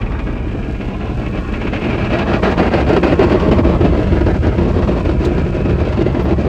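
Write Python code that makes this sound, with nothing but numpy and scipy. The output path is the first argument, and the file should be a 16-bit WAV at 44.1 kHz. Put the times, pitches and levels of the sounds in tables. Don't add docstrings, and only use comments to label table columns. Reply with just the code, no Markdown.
import sys
import numpy as np
from scipy import signal
from scipy.fft import rfft, irfft, next_fast_len
from scipy.io import wavfile
from scipy.ndimage import uniform_filter1d, minimum_filter1d, map_coordinates

SR = 44100
rng = np.random.default_rng(int(sys.argv[2]) if len(sys.argv) > 2 else 0)


def materialize(psi):
    bounded = np.clip(np.atleast_2d(psi).T, -1, 1)
    quanta = np.round(bounded * 32767).astype(np.int16)
    wavfile.write(sys.argv[1], SR, quanta)


N = 285768

# (time [s], time in contact [s], level [dB])
PACK_LANDINGS = [(0.008, .07, -4), (0.109, 0.11, 2.3), (0.26, 0.077, 1.5), (0.355, 0.12, 0.32),
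                 (0.511, 0.16, -1.8), (0.69, 0.065, -2.5), (0.801, 0.15, 1), (1.0, .11, -0.5),
                 (1.172, 0.081, 0.7), (1.322, 0.061, 0.9), (1.484, 0.1, -4), (1.6, 0.08, -1.2),
                 (1.727, 0.057, 1.4), (1.815, 0.14, 0.2), (1.975, 0.1, -1), (2.099, .13, 0.5),
                 (2.262, 0.11, 0.5), (2.427, 0.096, -1), (2.573, 0.11, -1.1), (2.712, 0.11, -0.5),
                 (2.867, 0.11, -1.5), (3.029, 0.11, 0.5), (3.189, 0.084, 0.068), (3.284, 0.092, -1.5),
                 (3.395, 0.1, -2.5), (3.512, 0.095, -1.5), (3.644, 0.11, 0), (3.806, 0.091, 0.86),
                 (3.922, 0.18, -2.3), (4.116, 0.1, -1.5), (4.261, 0.11, -0.5), (4.427, 0.068, 2.1),
                 (4.516, 0.036, -1), (4.575, 0.14, 0), (4.742, 0.11, 0.5), (4.879, 0.13, 0.2),
                 (5.044, 0.096, -1.4), (5.194, 0.14, 1), (5.334, 0.19, -0.3), (5.526, 0.09, 0),
                 (5.651, 0.089, 0.8), (5.783, 0.14, 1.4), (5.972, 0.051, 3), (6.06, 0.038, 1.8),
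                 (6.141, 0.084, -2.5), (6.25, 0.081, 0.5), (6.38, .1, -1)]
# (time [s], metal [dB], glass [dB], splash [dB])
SURFACE_LEVELS = [(0, -41, -34.5, -47.5), (0.65, -36, -38, -41.5), (1.25, -36, -35.5, -38.5),
                  (1.7, -23, -31, -33), (2.0, -28.5, -24, -28), (2.55, -16, -20, -27.5),
                  (3.1, -16, -22.5, -29.5), (3.55, -15.5, -30.5, -33), (4.1, -19.5, -26, -34.5),
                  (4.8, -18.5, -31, -38), (5.4, -23, -35.5, -39.5), (5.9, -20, -33.5, -38),
                  (6.48, -18, -35, -38)]
# (time [s], nearness [0-1])
BRUSH_NEARNESS = [(0, 0), (2.0, 0.05), (2.5, 0.81), (6.48, 0.92)]
# (time [s], trailing strips [dB], spray [dB])
WASH_LEVELS = [(0, -19.5, -33), (0.92, -19, -35), (1.5, -16.5, -29), (2.33, -13, -30), (3.45, -9.5, -23.5),
               (4.4, -15.5, -32.5), (5.0, -16, -30), (6.48, -18.5, -30.5)]
# (time [s], dip [dB])
BRUSH_LULLS = [(1.155, -2), (1.465, -2.5), (2.411, -5), (2.557, -1), (3.012, -4.5), (3.17, -2.5),
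               (3.626, -8), (3.785, -4.5), (4.245, -1.5), (4.402, -7), (4.866, -2), (5.025, -4.5),
               (5.515, -6), (5.636, -4.5), (6.131, 0), (6.357, -6)]
# (time [s], ring [dB], panel pitch [Hz], wet burst [dB])
PANEL_WHACKS = [(1.194, -9, 306, -10), (1.383, -15, 290, -8.5), (1.746, -7, 237, -8), (1.846, -6, 290, -8),
                (1.996, -10, 255, -11.5), (2.134, -13, 291, -4), (2.296, -3.5, 318, -12),
                (2.431, -1, 377, 0), (2.474, 0.5, 386, -12), (2.594, -4, 298, 2), (2.625, -2, 391, -5.5),
                (2.735, 1, 334, 1.5), (2.795, -4, 475, -6.5), (2.895, -1, 403, -2), (2.929, 4, 325, 1),
                (2.963, 5, 380, 1), (3.028, -2.5, 300, -0.5), (3.115, 0.5, 299, -11),
                (3.191, 11.5, 375, 5.5), (3.237, 1.5, 326, -2.5), (3.342, 8, 352, 0),
                (3.479, 0.5, 402, -11), (3.511, 5, 328, -1.5), (3.52, 4, 209, -10.5),
                (3.583, -2, 600, -1.5), (3.646, -8, 390, -7.5), (3.733, 0.5, 337, -8.5),
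                (3.806, 1.5, 330, -7.5), (3.841, -4, 352, -10.5), (3.874, -11, 286, -15),
                (3.97, -7, 350, -6.5), (4.121, 3.5, 330, -7), (4.157, -7, 361, -10.5), (4.208, -5, 330, -5),
                (4.263, -2, 287, -8), (4.467, 2, 309, -6.5), (4.587, -9, 347, -12), (4.664, -4, 357, -20.5),
                (4.762, -3.5, 347, -10), (4.78, -6, 248, -15), (4.885, -4.5, 582, -9.5),
                (4.917, -4, 366, -11), (5.09, -0.5, 315, -4), (5.2, -4.5, 316, -11.5),
                (5.259, -0.5, 353, -8.5), (5.379, -1.5, 359, -3.5), (5.461, -4, 360, -12.5),
                (5.545, -5, 350, -17), (5.603, -4, 370, -11), (5.651, -4, 365, -15), (5.705, -3, 412, -8.5),
                (5.99, 2, 347, -11.5), (6.013, -1, 312, -17), (6.062, -2.5, 353, -7.5),
                (6.145, -6, 253, -6.5), (6.193, -5.5, 360, -11.5), (6.252, -2.5, 272, -12.5),
                (6.306, 2, 329, -5), (6.379, -7, 354, -10.5), (6.466, 1, 334, -11)]
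# (time [s], level [dB])
WATER_GOBS = [(0.013, -18.5), (0.058, -24.5), (0.116, -21.5), (0.187, -17.5), (0.268, -21.5), (0.37, -26),
              (0.478, -23.5), (0.51, -26.5), (0.625, -24), (0.745, -24.5), (0.806, -20.5), (1.0, -25),
              (1.259, -20), (1.372, -20.5), (1.534, -16), (1.61, -16), (1.668, -16), (1.731, -13),
              (1.754, -17.5), (1.81, -20), (1.838, -16), (1.897, -17.5), (2.044, -14.5), (2.128, -16),
              (2.184, -10), (2.33, -11), (2.433, -10), (2.512, -10.5), (2.577, -9.5), (2.628, -17),
              (2.735, -17), (2.8, -11.5), (2.887, -11), (2.96, -9), (3.031, -9.5), (3.226, -8.5),
              (3.296, -15), (3.322, -13.5), (3.395, -10.5), (3.513, -6.5), (4.259, -16.5), (4.577, -14.5),
              (4.873, -14.5), (4.82, -14), (5.05, -15), (5.236, -14.5), (5.69, -17.5), (5.797, -15),
              (5.96, -21), (5.847, -17.5), (5.884, -16.5), (5.924, -12), (6.193, -14)]
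# (time [s], level [dB])
HARD_DROPS = [(3.235, -32.5), (5.25, -21), (5.2537, -25.5)]
# (time [s], heave [dB], cabin boom [dB])
SHAKE_LEVELS = [(0, -19, -24), (0.27, -22.5, -23.5), (0.4, -24, -23.5), (1.4, -24.5, -23.5),
                (2.5, -26.5, -21), (3.2, -25.5, -17), (3.7, -20.5, -15), (5.2, -21.5, -17),
                (6.48, -29.5, -16.5)]
# (time [s], level [dB])
MIST_LEVELS = [(0, -58), (1.1, -53), (2.27, -52), (2.5, -51), (3.36, -50), (6.48, -54.5)]

# (frequency [Hz], level [dB])
NEAR_METAL_COLOUR = [(90, -47.5), (150, -8.5), (180, -2), (235, -6), (350, -5), (450, -2), (530, -6),
                     (680, -14), (850, -21.5), (1600, -56.5), (5000, -120)]
FAR_METAL_COLOUR = [(70, -42), (115, -16), (148, -14), (175, -1), (220, 1), (265, -4), (330, -3.5),
                    (500, -11), (680, -22.5), (850, -43.5), (1600, -55), (5000, -120)]
GLASS_COLOUR = [(100, -95.5), (350, -27), (620, 2.5), (760, 4), (900, -2.5), (1200, -5.5), (1600, -5.5),
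                (2000, -10), (2500, -32.5), (4500, -64), (9000, -120)]
# (frequency [Hz], level [dB])
NEAR_SPLASH_COLOUR = [(300, -100), (1200, -26.5), (2000, -2), (2400, -7), (2700, -3.5), (3000, -5.5),
                      (3500, -10.5), (4700, -12), (5600, -22.5), (7000, -27.5), (8400, -35.5),
                      (11000, -48.5), (13300, -46.5), (15500, -50)]
FAR_SPLASH_COLOUR = [(300, -100), (1300, -30.5), (2100, 2.5), (2600, 3), (3000, -4.5), (3400, -13),
                     (4700, -21), (5800, -28), (8200, -40), (11000, -55.5), (15500, -46.5)]
SPRAY_COLOUR = [(100, -64.5), (400, -17.5), (720, 4), (1050, 4), (1800, -6), (2600, -5), (3000, -9),
                (3600, -13.5), (4700, -22.5), (5800, -31), (8000, -39.5), (11000, -60.5), (15500, -57)]
SPATTER_COLOUR = [(800, -40), (2500, -3), (4200, -3), (5600, -5), (8000, -16.5), (10500, -36), (15500, -36)]
CLICK_COLOUR = [(1000, -24), (3800, 11), (5500, -0.5), (7500, -0.5), (10500, -21), (15000, -16)]
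MIST_COLOUR = [(1500, -34), (3000, -1), (5000, -4.5), (6200, -7.5), (8200, -12.5), (9500, -21),
               (11000, -29.5), (13500, -23.5), (15500, -24.5)]
# (frequency [Hz], level [dB])
NEAR_HEAVE_COLOUR = [(10, -37.5), (22, -18.5), (32, -6.5), (39, -3), (50, 10), (60, 0), (72, -13.5),
                     (200, -120)]
FAR_HEAVE_COLOUR = [(10, -38), (22, -16), (33, -3), (40, 0), (52, 3), (60, 0.5), (72, -15.5), (200, -120)]
NEAR_BOOM_COLOUR = [(20, -72.5), (52, -27.5), (62, -3.5), (71, 1), (79, -1), (87, 0.5), (102, -8.5),
                    (118, -4.5), (135, -7.5), (158, -12), (178, -7.5), (215, -14.5), (280, -59),
                    (1000, -120)]
FAR_BOOM_COLOUR = [(20, -72), (48, -20), (59, 0), (73, 2), (84, -5.5), (98, -6), (115, 0.5), (128, -3),
                   (144, -10.5), (168, -8), (215, -15.5), (280, -60.5), (1000, -120)]
# (frequency [Hz], width [Hz], rise [dB])
NEAR_PANEL_MODES = [(174.3, 35, 4), (244, 42, 9), (301, 16, 8.5), (345.4, 28, 12.5), (403, 19, 0.5),
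                    (621, 68, 10)]
FAR_PANEL_MODES = [(108, 9.9, 2.6), (205, 26, 3), (298.5, 32, 6.1), (429.4, 20, 5.9), (615, 120, 6.4)]
NEAR_GLASS_MODES = [(972, 52, 7), (1055, 30, 3), (1140, 30, 3), (1278, 42, 7), (1396, 40, 7), (1622, 50, 4),
                    (1753, 30, 2), (1912, 36, 2), (2192, 65, 4.5), (2350, 60, 5.5), (2440, 40, 3),
                    (2560, 140, 2), (2808, 30, 5), (3212, 40, 3), (3830, 120, 3), (4382, 60, 3)]
FAR_GLASS_MODES = [(1430, 25, 6), (1642, 40, 8), (1912, 40, 5), (2210, 36, 8), (2358, 48, 6.5),
                   (2440, 32, 7), (2600, 75, 5.5), (2815, 26, 4), (2950, 45, 4), (3285, 32, 7)]
# (frequency [Hz], time to fall 60 dB [s])
CABIN_DECAY = [(100, 0.034), (1000, 0.051), (8000, 0.016)]

LAND_S, LEAVE_S, SAG_DB = 0.013, 0.015, 2
TIPS_S, TIPS_WIDTH_S, TIPS_DB = 0.066, 0.0046, -2
TRAIL_S, TRAIL_SHARE = 0.03, 0.45
DENT_T60_S, DENT_BEND, DENT_RELAX_S = 0.1, 0.25, 0.032
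LULL_S = 0.008
SQUEAK_S, SQUEAK_LENGTH_S, SQUEAK_HZ, SQUEAK_DB = 6.22, 0.034, 13280, -53
TOP_HZ = 15750


def brush():
    metal, glass, splash = amp(curves(SURFACE_LEVELS)) * contact(LEAVE_S)
    trailing_db, _ = curves(WASH_LEVELS)
    trailing = 1 - TRAIL_SHARE + TRAIL_SHARE * contact(TRAIL_S)
    clumps = amp(1.7 * wobble(70))
    taps = patter(rate=1100, spread_db=2)
    rasp = 0.56 * taps + patter(rate=6000, spread_db=1)
    panels = blend(ring(taps, FAR_METAL_COLOUR, FAR_PANEL_MODES),
                   ring(taps, NEAR_METAL_COLOUR, NEAR_PANEL_MODES))
    scrub = blend(ring(rasp, GLASS_COLOUR, FAR_GLASS_MODES), ring(rasp, GLASS_COLOUR, NEAR_GLASS_MODES))
    water = blend(ring(rasp, FAR_SPLASH_COLOUR, FAR_GLASS_MODES),
                  ring(rasp, NEAR_SPLASH_COLOUR, NEAR_GLASS_MODES))
    force = np.hypot(amp(-1) * metal, amp(trailing_db - 6) * trailing)
    drum = force * steady(panels, evenness=0.3, size=SR // 25)
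    wetness = amp(0.64 * wobble(38))
    bright = amp(-1) * glass * scrub + amp(-2.5) * splash * wetness * water
    return clumps * drum + cabin(clumps * bright, wet_db=-10)


def contact(leave_s):
    t, power = np.arange(N) / SR, np.zeros(N)
    for start, hold, db in PACK_LANDINGS:
        span = slice(*np.searchsorted(t, [start - LAND_S, start + hold + .5]))
        age = t[span] - start
        landing = np.clip(age / LAND_S + .5, 0, 1)
        sliding = np.exp(-np.maximum(age - hold, 0) / leave_s)
        slack_db = -SAG_DB * (np.clip(age / hold, 0, 1) - .5)
        tips_db = TIPS_DB * np.exp(-((age - TIPS_S) / TIPS_WIDTH_S) ** 2)
        power[span] += (amp(db + slack_db + tips_db) * landing * sliding) ** 2
    return np.sqrt(power)


def lulls():
    t = np.arange(N) / SR
    return amp(sum(db * np.exp(-((t - s) / LULL_S) ** 2) for s, db in BRUSH_LULLS))


def whacks():
    dents, t = np.zeros(N + SR), np.arange(SR // 6) / SR
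    envelope = amp(-60 * t / DENT_T60_S) * (1 - np.exp(-t / 0.0018))
    for s, db, hz, _ in PANEL_WHACKS:
        pitch = hz * (1 + DENT_BEND * (np.exp(-t / DENT_RELAX_S) - .5))
        dent = envelope * np.sin(2 * np.pi * np.cumsum(pitch) / SR)
        dents[round(s * SR):][:len(t)] += amp(db - 7.5) * dent
    slap = bursts([(s, burst_db) for s, _, _, burst_db in PANEL_WHACKS], fade_s=0.0088)
    metal = amp(6.5) * ring(slap, NEAR_METAL_COLOUR, NEAR_PANEL_MODES)
    glass = amp(-5) * ring(slap, GLASS_COLOUR, NEAR_GLASS_MODES)
    splash = amp(-12) * ring(slap, NEAR_SPLASH_COLOUR, NEAR_GLASS_MODES)
    return dents[:N] + metal + glass + splash


def rumble():
    def shaken(far, near):
        return blend(ring(rng.standard_normal(N), far), ring(rng.standard_normal(N), near))
    heave_db, boom_db = curves(SHAKE_LEVELS)
    heave = steady(shaken(FAR_HEAVE_COLOUR, NEAR_HEAVE_COLOUR), evenness=1, size=SR // 7)
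    boom = steady(shaken(FAR_BOOM_COLOUR, NEAR_BOOM_COLOUR), evenness=0.51, size=SR // 12)
    return amp(heave_db + wobble(9)) * heave + amp(boom_db + 1.5 * wobble(12)) * boom


def splats():
    nearness, = curves(BRUSH_NEARNESS)
    gobs = bursts(WATER_GOBS, fade_s=0.014)
    far = amp(1) * ring(gobs, FAR_SPLASH_COLOUR, FAR_GLASS_MODES)
    far += amp(-0.5) * ring(gobs, SPRAY_COLOUR, FAR_GLASS_MODES)
    near = amp(-4.5) * ring(gobs, NEAR_SPLASH_COLOUR, NEAR_GLASS_MODES)
    near += amp(-4) * ring(gobs, SPRAY_COLOUR, NEAR_GLASS_MODES)
    return np.sqrt(1 - nearness) * far + np.sqrt(nearness) * near


def spray():
    _, spray_db = curves(WASH_LEVELS)
    drops = patter(rate=5000, spread_db=5) * amp(0.94 * wobble(25))
    panes = blend(ring(drops, SPRAY_COLOUR, FAR_GLASS_MODES),
                  ring(drops, SPRAY_COLOUR, NEAR_GLASS_MODES))
    return amp(spray_db - 3.5) * unit(cabin(panes, wet_db=-3))


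def hard_drops():
    snaps = np.zeros(N)
    for s, db in HARD_DROPS:
        snaps[round(s * SR)] = amp(db + 9)
    scatter = amp(-7.5) * bursts(HARD_DROPS, fade_s=0.006)
    return ring(snaps + scatter, CLICK_COLOUR)


def spatter():
    nearness, = curves(BRUSH_NEARNESS)
    handfuls = amp(4.5 * np.clip(wobble(55), -2, 1.5))
    drops = unit(ring(handfuls * patter(rate=600, spread_db=4), SPATTER_COLOUR))
    return amp(-52) * nearness * contact(LEAVE_S) * drops


def squeak():
    progress = np.clip((np.arange(N) / SR - SQUEAK_S) / SQUEAK_LENGTH_S, 0, 1)
    hz = SQUEAK_HZ * (1 + .025 * wobble(900))
    return amp(SQUEAK_DB) * np.sin(np.pi * progress) * np.sin(2 * np.pi * np.cumsum(hz) / SR)


def mist():
    mist_db, = curves(MIST_LEVELS)
    droplets = patter(rate=9000, spread_db=-1) + 0.58 * patter(rate=110, spread_db=3.5)
    return amp(mist_db + 0.65 * wobble(8.3)) * unit(ring(droplets, MIST_COLOUR))


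def cabin(x, wet_db):
    def echo():
        hz, t, noise = signal.stft(rng.standard_normal(SR // 8), SR, nperseg=256)
        decay = amp(-60 * t / along(CABIN_DECAY, hz)[:, None])
        tail = signal.istft(noise * decay, SR, nperseg=256)[1]
        return signal.oaconvolve(x, tail / np.linalg.norm(tail))[:N]
    drift = np.array([wobble(2.958) for _ in range(4)])
    wet = sum(share * echo() for share in drift / np.linalg.norm(drift, axis=0))
    return (x + amp(wet_db) * wet) / np.hypot(1, amp(wet_db))


def ring(x, colour, modes=()):
    m = 2 * next_fast_len(N)
    hz = np.fft.rfftfreq(m, 1 / SR)
    modes_db = sum(rise / (1 + (2 * (hz - centre) / width) ** 2) for centre, width, rise in modes)
    cepstrum = irfft(np.log(amp(along(colour, hz) + modes_db)))
    cepstrum[1:m // 2] *= 2
    cepstrum[m // 2 + 1:] = 0
    return irfft(rfft(x, m) * np.exp(rfft(cepstrum)), m)[:N]


def bursts(rows, fade_s):
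    level, t = np.zeros(N + SR), np.arange(SR // 8) / SR
    envelope = np.exp(-t / fade_s) * (1 - np.exp(-t / (0.25 * fade_s)))
    for s, db in rows:
        level[round(s * SR):][:len(t)] += amp(db) * envelope
    return amp(1.5) * level[:N] * patter(rate=4500, spread_db=1)


def patter(rate, spread_db):
    struck = rng.random(N) < rate / SR
    sizes = amp(spread_db * np.clip(rng.standard_normal(N), -2, 2))
    return unit(struck * sizes * rng.choice([-1, 1], N))


def blend(far, near):
    nearness, = curves(BRUSH_NEARNESS)
    far, near = unit(far), unit(near)
    a, b = np.sqrt(1 - nearness), np.sqrt(nearness)
    return (a * far + b * near) / np.sqrt(1 + 2 * a * b * np.mean(far * near))


def steady(x, evenness, size):
    power = np.abs(uniform_filter1d(unit(x) ** 2, size=size))
    return unit(x / (power + 1e-6) ** (evenness / 2))


def wobble(rate):
    return map_coordinates(rng.standard_normal(int(N * rate / SR) + 4), [np.arange(N) * rate / SR])


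def curves(rows):
    s, *columns = np.transpose(rows)
    return [np.interp(np.arange(N) / SR, s, column) for column in columns]


def along(points, hz):
    knots_hz, values = np.transpose(points)
    return np.interp(np.log(hz + 1), np.log(knots_hz + 1), values)


def amp(db):
    return 10 ** (np.asarray(db) / 20)


def unit(x):
    return x / np.sqrt(np.mean(x ** 2) + 1e-20)


def scene():
    wash = lulls() * (brush() + spray() + spatter())
    water = mist() + splats() + hard_drops()
    return (wash + whacks() + rumble() + water + squeak())[None]


def record(dry):
    needed = np.minimum(1, .98 / (np.abs(dry) + 1e-9))
    gain = uniform_filter1d(minimum_filter1d(needed, size=301), size=301)
    end_fades = np.minimum(1, np.minimum(np.arange(N), np.arange(N)[::-1]) / 64)
    m = next_fast_len(N + SR // 2)
    in_band = np.fft.rfftfreq(m, 1 / SR) < TOP_HZ
    return irfft(rfft(dry * gain * end_fades, m) * in_band, m)[:, :N]


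dry = scene()
out = record(dry)
materialize(out)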